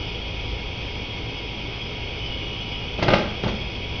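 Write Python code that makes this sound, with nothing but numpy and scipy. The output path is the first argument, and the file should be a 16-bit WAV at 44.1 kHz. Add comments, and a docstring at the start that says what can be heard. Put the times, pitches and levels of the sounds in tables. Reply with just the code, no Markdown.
"""A chorus of small frogs peeps far off in a yard at dusk, with one faint cricket.
Each peep is a short rising whistle; the farthest frogs blur into a hiss. Under them lie soft air
noise, a deep rumble, the hum of a motor and a faint mains buzz. Near the end something like a door
rattles and bumps shut, then settles with a softer thud. Each bump thuds, rings the door's panel
and clicks its latch, and the yard echoes."""
import sys
import numpy as np
from scipy import signal
from scipy.fft import rfft, irfft
from scipy.io import wavfile
from scipy.ndimage import uniform_filter1d

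SR = 44100
rng = np.random.default_rng(int(sys.argv[2]) if len(sys.argv) > 2 else 0)


def to_wav(s):
    """Save 16-bit WAV."""
    ch = np.atleast_2d(s).T  # columns
    pcm = np.round(np.clip(ch, -1, 1) * 32767)  # PCM
    wavfile.write(sys.argv[1], SR, pcm.astype(np.int16))


N = 176400  # 4 s

# A "colour" says how strong the low and high parts of a sound are, compared with each other.
# colour of the air noise (f/Hz, level/dB)
AIR_COLOUR = [(12, 2), (30, -1), (55, -0.5), (75, -2.5), (120, -5.5), (190, -4.5), (400, -5.5), (600, -11),
              (900, -16.5), (1100, -17), (1750, -21.5), (3900, -24), (5300, -25), (6100, -31), (6900, -64)]
# colour of the deep rumble (f/Hz, level/dB)
RUMBLE_COLOUR = [(20, -34), (44, -10.5), (57, 5), (70, -13), (130, -35.5), (400, -70)]
# how the rumble rises and falls (t/s, level/dB)
RUMBLE_LEVEL = [(0, -39), (.3, -35.5), (.55, -34), (.7, -37), (1.05, -43.5), (1.5, -48), (3, -41.5),
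                (4, -34)]
# tones of the motor (multiple of MOTOR_HZ, level/dB)
MOTOR_TONES = [(1, -39.5), (1.5, -46), (2, -41), (3, -47.5), (9, -51.5), (10, -56)]
# tones of the mains buzz (multiple of MAINS_HZ, level/dB)
MAINS_TONES = [(2, -45), (7, -49.5), (12, -57), (13, -54), (14, -55), (16, -51), (21, -64.5), (61, -53),
               (62, -57)]
# time the yard's echo takes to fade by 60 dB (f/Hz, t/s)
ECHO_FADE = [(100, .7), (500, 0.6), (1300, 0.67), (3000, 0.38), (6500, 0.34)]
# colour of the farthest frogs, with their octave (f/Hz, level/dB)
FAR_FROG_COLOUR = [(1700, -30.5), (2030, -9), (2180, 0.5), (2550, 3.5), (2680, -2.5), (3050, -0.5),
                   (3370, 4), (3520, -7), (3850, -23.5), (4450, -14), (4750, -11.5), (5030, -15),
                   (5400, -16), (6500, -47.5)]
# nearer frog groups (pitch f/Hz, spread f/Hz, level/dB, peeps per second, peep length t/s)
FROG_GROUPS = [(2204, 41, -48, 30, .11), (2502, 46, -51, 31, 0.1), (2772, 90, -50, 46, .1),
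               (3304, 14.6, -45.5, 13, 0.036), (3267, 54, -47.5, 40, .1)]
# how one more frog group swells and fades (t/s, level/dB)
SWELL_LEVEL = [(0, -39), (.7, -55.5), (1.4, -49), (1.95, -46), (2.25, -38.5), (2.9, -39.5), (3.25, -45),
               (3.6, -56.5), (4, -41)]
# strength of the overtone an octave above a peep (peep pitch f/Hz, level/dB)
PEEP_OCTAVE = [(2200, -10.5), (2520, -18), (2900, -26), (3300, -41.5)]
# bumps of the door (start t/s, fade t/s, thud level/dB, panel level/dB, latch level/dB)
DOOR_BUMPS = [(2.986, 0.077, -31.5, -35, -35), (3.02, .02, -27.5, -28.5, -38),
              (3.025, 0.014, -20, -35, -19), (3.04, 0.074, -23, -39.5, -43.5),
              (3.07, 0.0088, -27, -30.5, -48), (3.081, 0.0092, -20.5, -15.5, -20),
              (3.101, 0.024, -18.5, -22.5, -24), (3.123, 0.0049, -13.5, -24, -43),
              (3.134, 0.0066, -20, -13.5, -18.5), (3.139, 0.029, -39.5, -20.5, -21),
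              (3.181, 0.06, -27, -35.5, -29.5), (3.434, 0.015, -23, -35, -28.5),
              (3.459, 0.016, -21.5, -30, -51), (3.477, 0.018, -25, -41.5, -25.5),
              (3.539, .025, -34, -50.5, -40)]
# tones the door panel rings at (f/Hz, level/dB, time to fade by 60 dB t/s)
PANEL_TONES = [(202, -4, .14), (363, -4, 0.019), (445, -7, 0.043), (632, 4, 0.041), (818, 4.5, 0.03),
               (960, -17, 0.012), (1207, -2, 0.11), (1355, 1.5, 0.03), (1540, -0.5, .02),
               (1970, -3.5, .022), (2080, -3, .03), (2460, -5.5, .032), (2700, -4, 0.038),
               (3350, -28, 0.017)]
# colour of the door's thud (f/Hz, level/dB)
THUD_COLOUR = [(25, -17), (70, -16), (115, -0.5), (160, -4.5), (215, 2), (285, -7.5), (400, -3.5),
               (620, -5), (1000, -19.5), (3000, -51.5)]
# colour of the latch's click (f/Hz, level/dB)
LATCH_COLOUR = [(150, -7), (700, 16.5), (1400, 4.5), (2600, 5.5), (3600, 2.5), (4600, -0.5), (5800, -6.5),
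                (6700, -20.5), (7600, -53)]

MOTOR_HZ, MAINS_HZ = 53.8, 60


def amp(db):
    """Turns decibels into a number to multiply by."""
    return 10 ** (np.asarray(db) / 20)


def unit(x):
    """Scales a sound to an average strength (rms) of 1."""
    return x / np.sqrt(np.mean(x ** 2) + 1e-20)


def read(points, hz):
    """Looks up a frequency in a table, blending between rows on a log scale."""
    f, value = np.transpose(points)
    return np.interp(np.log(hz + 1), np.log(f + 1), value)


def level(points):
    """Makes a volume curve from (t/s, level/dB) points."""
    return amp(np.interp(np.arange(N) / SR, *np.transpose(points)))


def add(mix, start_s, sound):
    """Adds a sound to the mix at a given time."""
    part = mix[max(round(start_s * SR), 0):][:len(sound)]
    part += sound[:len(part)]


def drift(rate_hz):
    """A smooth random wobble of strength 1; a higher rate wobbles faster."""
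    smoothing = np.exp(-(np.fft.rfftfreq(N, 1 / SR) / rate_hz) ** 2)
    return unit(irfft(rfft(rng.standard_normal(N)) * smoothing, N))


def wash(colour, patch_db=0.78, flicker_db=0.2):
    """Coloured noise with drifting louder patches and a slight overall flicker."""
    frames, hz = N // 512 + 6, np.fft.rfftfreq(2048, 1 / SR)
    real, imag, patches = rng.standard_normal((frames, len(hz), 3)).T
    patches = unit(uniform_filter1d(uniform_filter1d(patches, size=12, axis=0), size=6, axis=1))
    spectrum = (real + 1j * imag) * amp(read(colour, hz)[:, None] + patch_db * patches)
    noise = signal.istft(spectrum, nperseg=2048, noverlap=1536)[1][:N]
    return unit(noise * amp(flicker_db * drift(25)))


def air(hiss_db=-35.5):
    """Steady air noise over a distant rumble that rises and falls."""
    return amp(hiss_db) * wash(AIR_COLOUR) + level(RUMBLE_LEVEL) * wash(RUMBLE_COLOUR)


def hum(hz, tones, waver_db, wander_rad):
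    """A motor or mains hum: multiples of one pitch, each wavering on its way through the air."""
    turns, out = hz * np.arange(N) / SR, np.zeros(N)
    for multiple, db in tones:
        waver = amp(waver_db * drift(11))
        phase = 2 * np.pi * (multiple * turns + rng.random()) + wander_rad * drift(10)
        out += amp(db) * unit(waver * np.sin(phase))
    return out


def yard_echo(sound, build_s=0.018):
    """Walls and trees scatter a sound into a soft echo; the high notes die first."""
    hz, t, spectrum = signal.stft(rng.standard_normal(SR), SR, nperseg=256)
    fall_db = -60 * t / read(ECHO_FADE, hz)[:, None]
    tail = signal.istft(spectrum * amp(fall_db), SR, nperseg=256)[1]
    tail *= np.minimum(np.arange(len(tail)) / SR / build_s, 1) ** 2
    return signal.fftconvolve(sound, tail / np.linalg.norm(tail))[:N]


def cricket(hz=5020, blur_hz=87, db=-57.5, first_s=0.03, every_s=0.448):
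    """One distant cricket chirps evenly; the trees blur each chirp into a fuzzy whistle."""
    t = np.arange(N) / SR
    phase = 2 * np.pi * hz * t
    whistle = drift(blur_hz) * np.cos(phase) + drift(blur_hz) * np.sin(phase)
    pulses = np.cos(np.pi * (t - first_s) / every_s) ** 2
    return amp(db) * unit(whistle * pulses)


def peeps(hz, spread_hz, per_s, length_s, glide=0.024):
    """One group of frogs calls in short, nearly pure whistles that slide upward."""
    out = np.zeros(N + SR)  # half a second to spare at each end
    progress = np.arange(0, length_s, 1 / SR) / length_s
    calls = rng.random((500, 4))[:int(per_s * len(out) / SR)]
    for k, (late, up, down, softness) in enumerate(calls):
        pitch = (hz + 2 * spread_hz * (up - down)) * (1 + glide * (progress - .5))
        phase = 2 * np.pi * np.cumsum(pitch) / SR
        whistle = np.sin(phase) + amp(read(PEEP_OCTAVE, hz)) * np.sin(2 * phase)
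        add(out, (k + late) / per_s, amp(-9 * softness) * np.sin(np.pi * progress) * whistle)
    return unit(out[SR // 2:][:N])


def frogs(echo_db=-6, far_db=-37):
    """The nearer frogs peep and echo among the trees; the farthest merge into one hiss."""
    near = sum(amp(db) * peeps(hz, spread, per_s, length)
               for hz, spread, db, per_s, length in FROG_GROUPS)
    near += level(SWELL_LEVEL) * peeps(hz=2974, spread_hz=70, per_s=100, length_s=0.08)
    echo = amp(echo_db)
    near = (near + echo * yard_echo(near)) / np.hypot(1, echo)  # about as loud as without echo
    return near + amp(far_db) * wash(FAR_FROG_COLOUR)


def tap(colour):
    """The short sound of one sharp tap with this colour, scaled to energy 1."""
    log_gain = np.log(amp(read(colour, abs(np.fft.fftfreq(4096, 1 / SR)))))
    spectrum = np.exp(np.conj(signal.hilbert(log_gain)))  # packs the energy at the start
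    sound = np.fft.ifft(spectrum).real[:2048]
    return sound / np.linalg.norm(sound)


def door(attack_s=0.0023, contacts_per_s=5000, firm_contact=0.59, echo_db=-10):
    """Each bump is a firm contact and a dying chatter; it thuds, rings the panel and clicks the latch."""
    t = np.arange(SR // 3) / SR
    ring = sum(amp(db - 60 * t / fade_s) * np.sin(2 * np.pi * hz * t) for hz, db, fade_s in PANEL_TONES)
    parts = [tap(THUD_COLOUR), ring / np.linalg.norm(ring), tap(LATCH_COLOUR)]
    pushes = np.zeros((3, N))  # the force on each part
    for start_s, fade_s, *levels_db in DOOR_BUMPS:
        chatter = unit(rng.choice([-1, 1], len(t)) * (rng.random(len(t)) < contacts_per_s / SR))
        chatter *= np.minimum(t / attack_s, 1) * np.exp(-np.maximum(t - 2 * attack_s, 0) / fade_s)
        chatter[round(attack_s * SR)] += firm_contact
        for push, db in zip(pushes, levels_db):
            add(push, start_s, amp(db) * chatter)
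    direct = sum(signal.fftconvolve(push, part)[:N] for push, part in zip(pushes, parts))
    return direct + amp(echo_db) * yard_echo(direct)


def scene():
    """Mixes air, motor, mains, door, frogs and cricket into one channel."""
    background = air()
    motor = hum(MOTOR_HZ, MOTOR_TONES, waver_db=2.0, wander_rad=0.55)
    mains = hum(MAINS_HZ, MAINS_TONES, waver_db=-1.33, wander_rad=0.42)
    return (background + motor + mains + door() + frogs() + cricket())[None]


def record(dry):
    """Cuts away the highest treble, above 6900 Hz."""
    low_pass = signal.firwin(401, 6900, window=("kaiser", 9), fs=SR)
    return signal.oaconvolve(dry, low_pass[None], "same")


dry = scene()
out = record(dry)
to_wav(out)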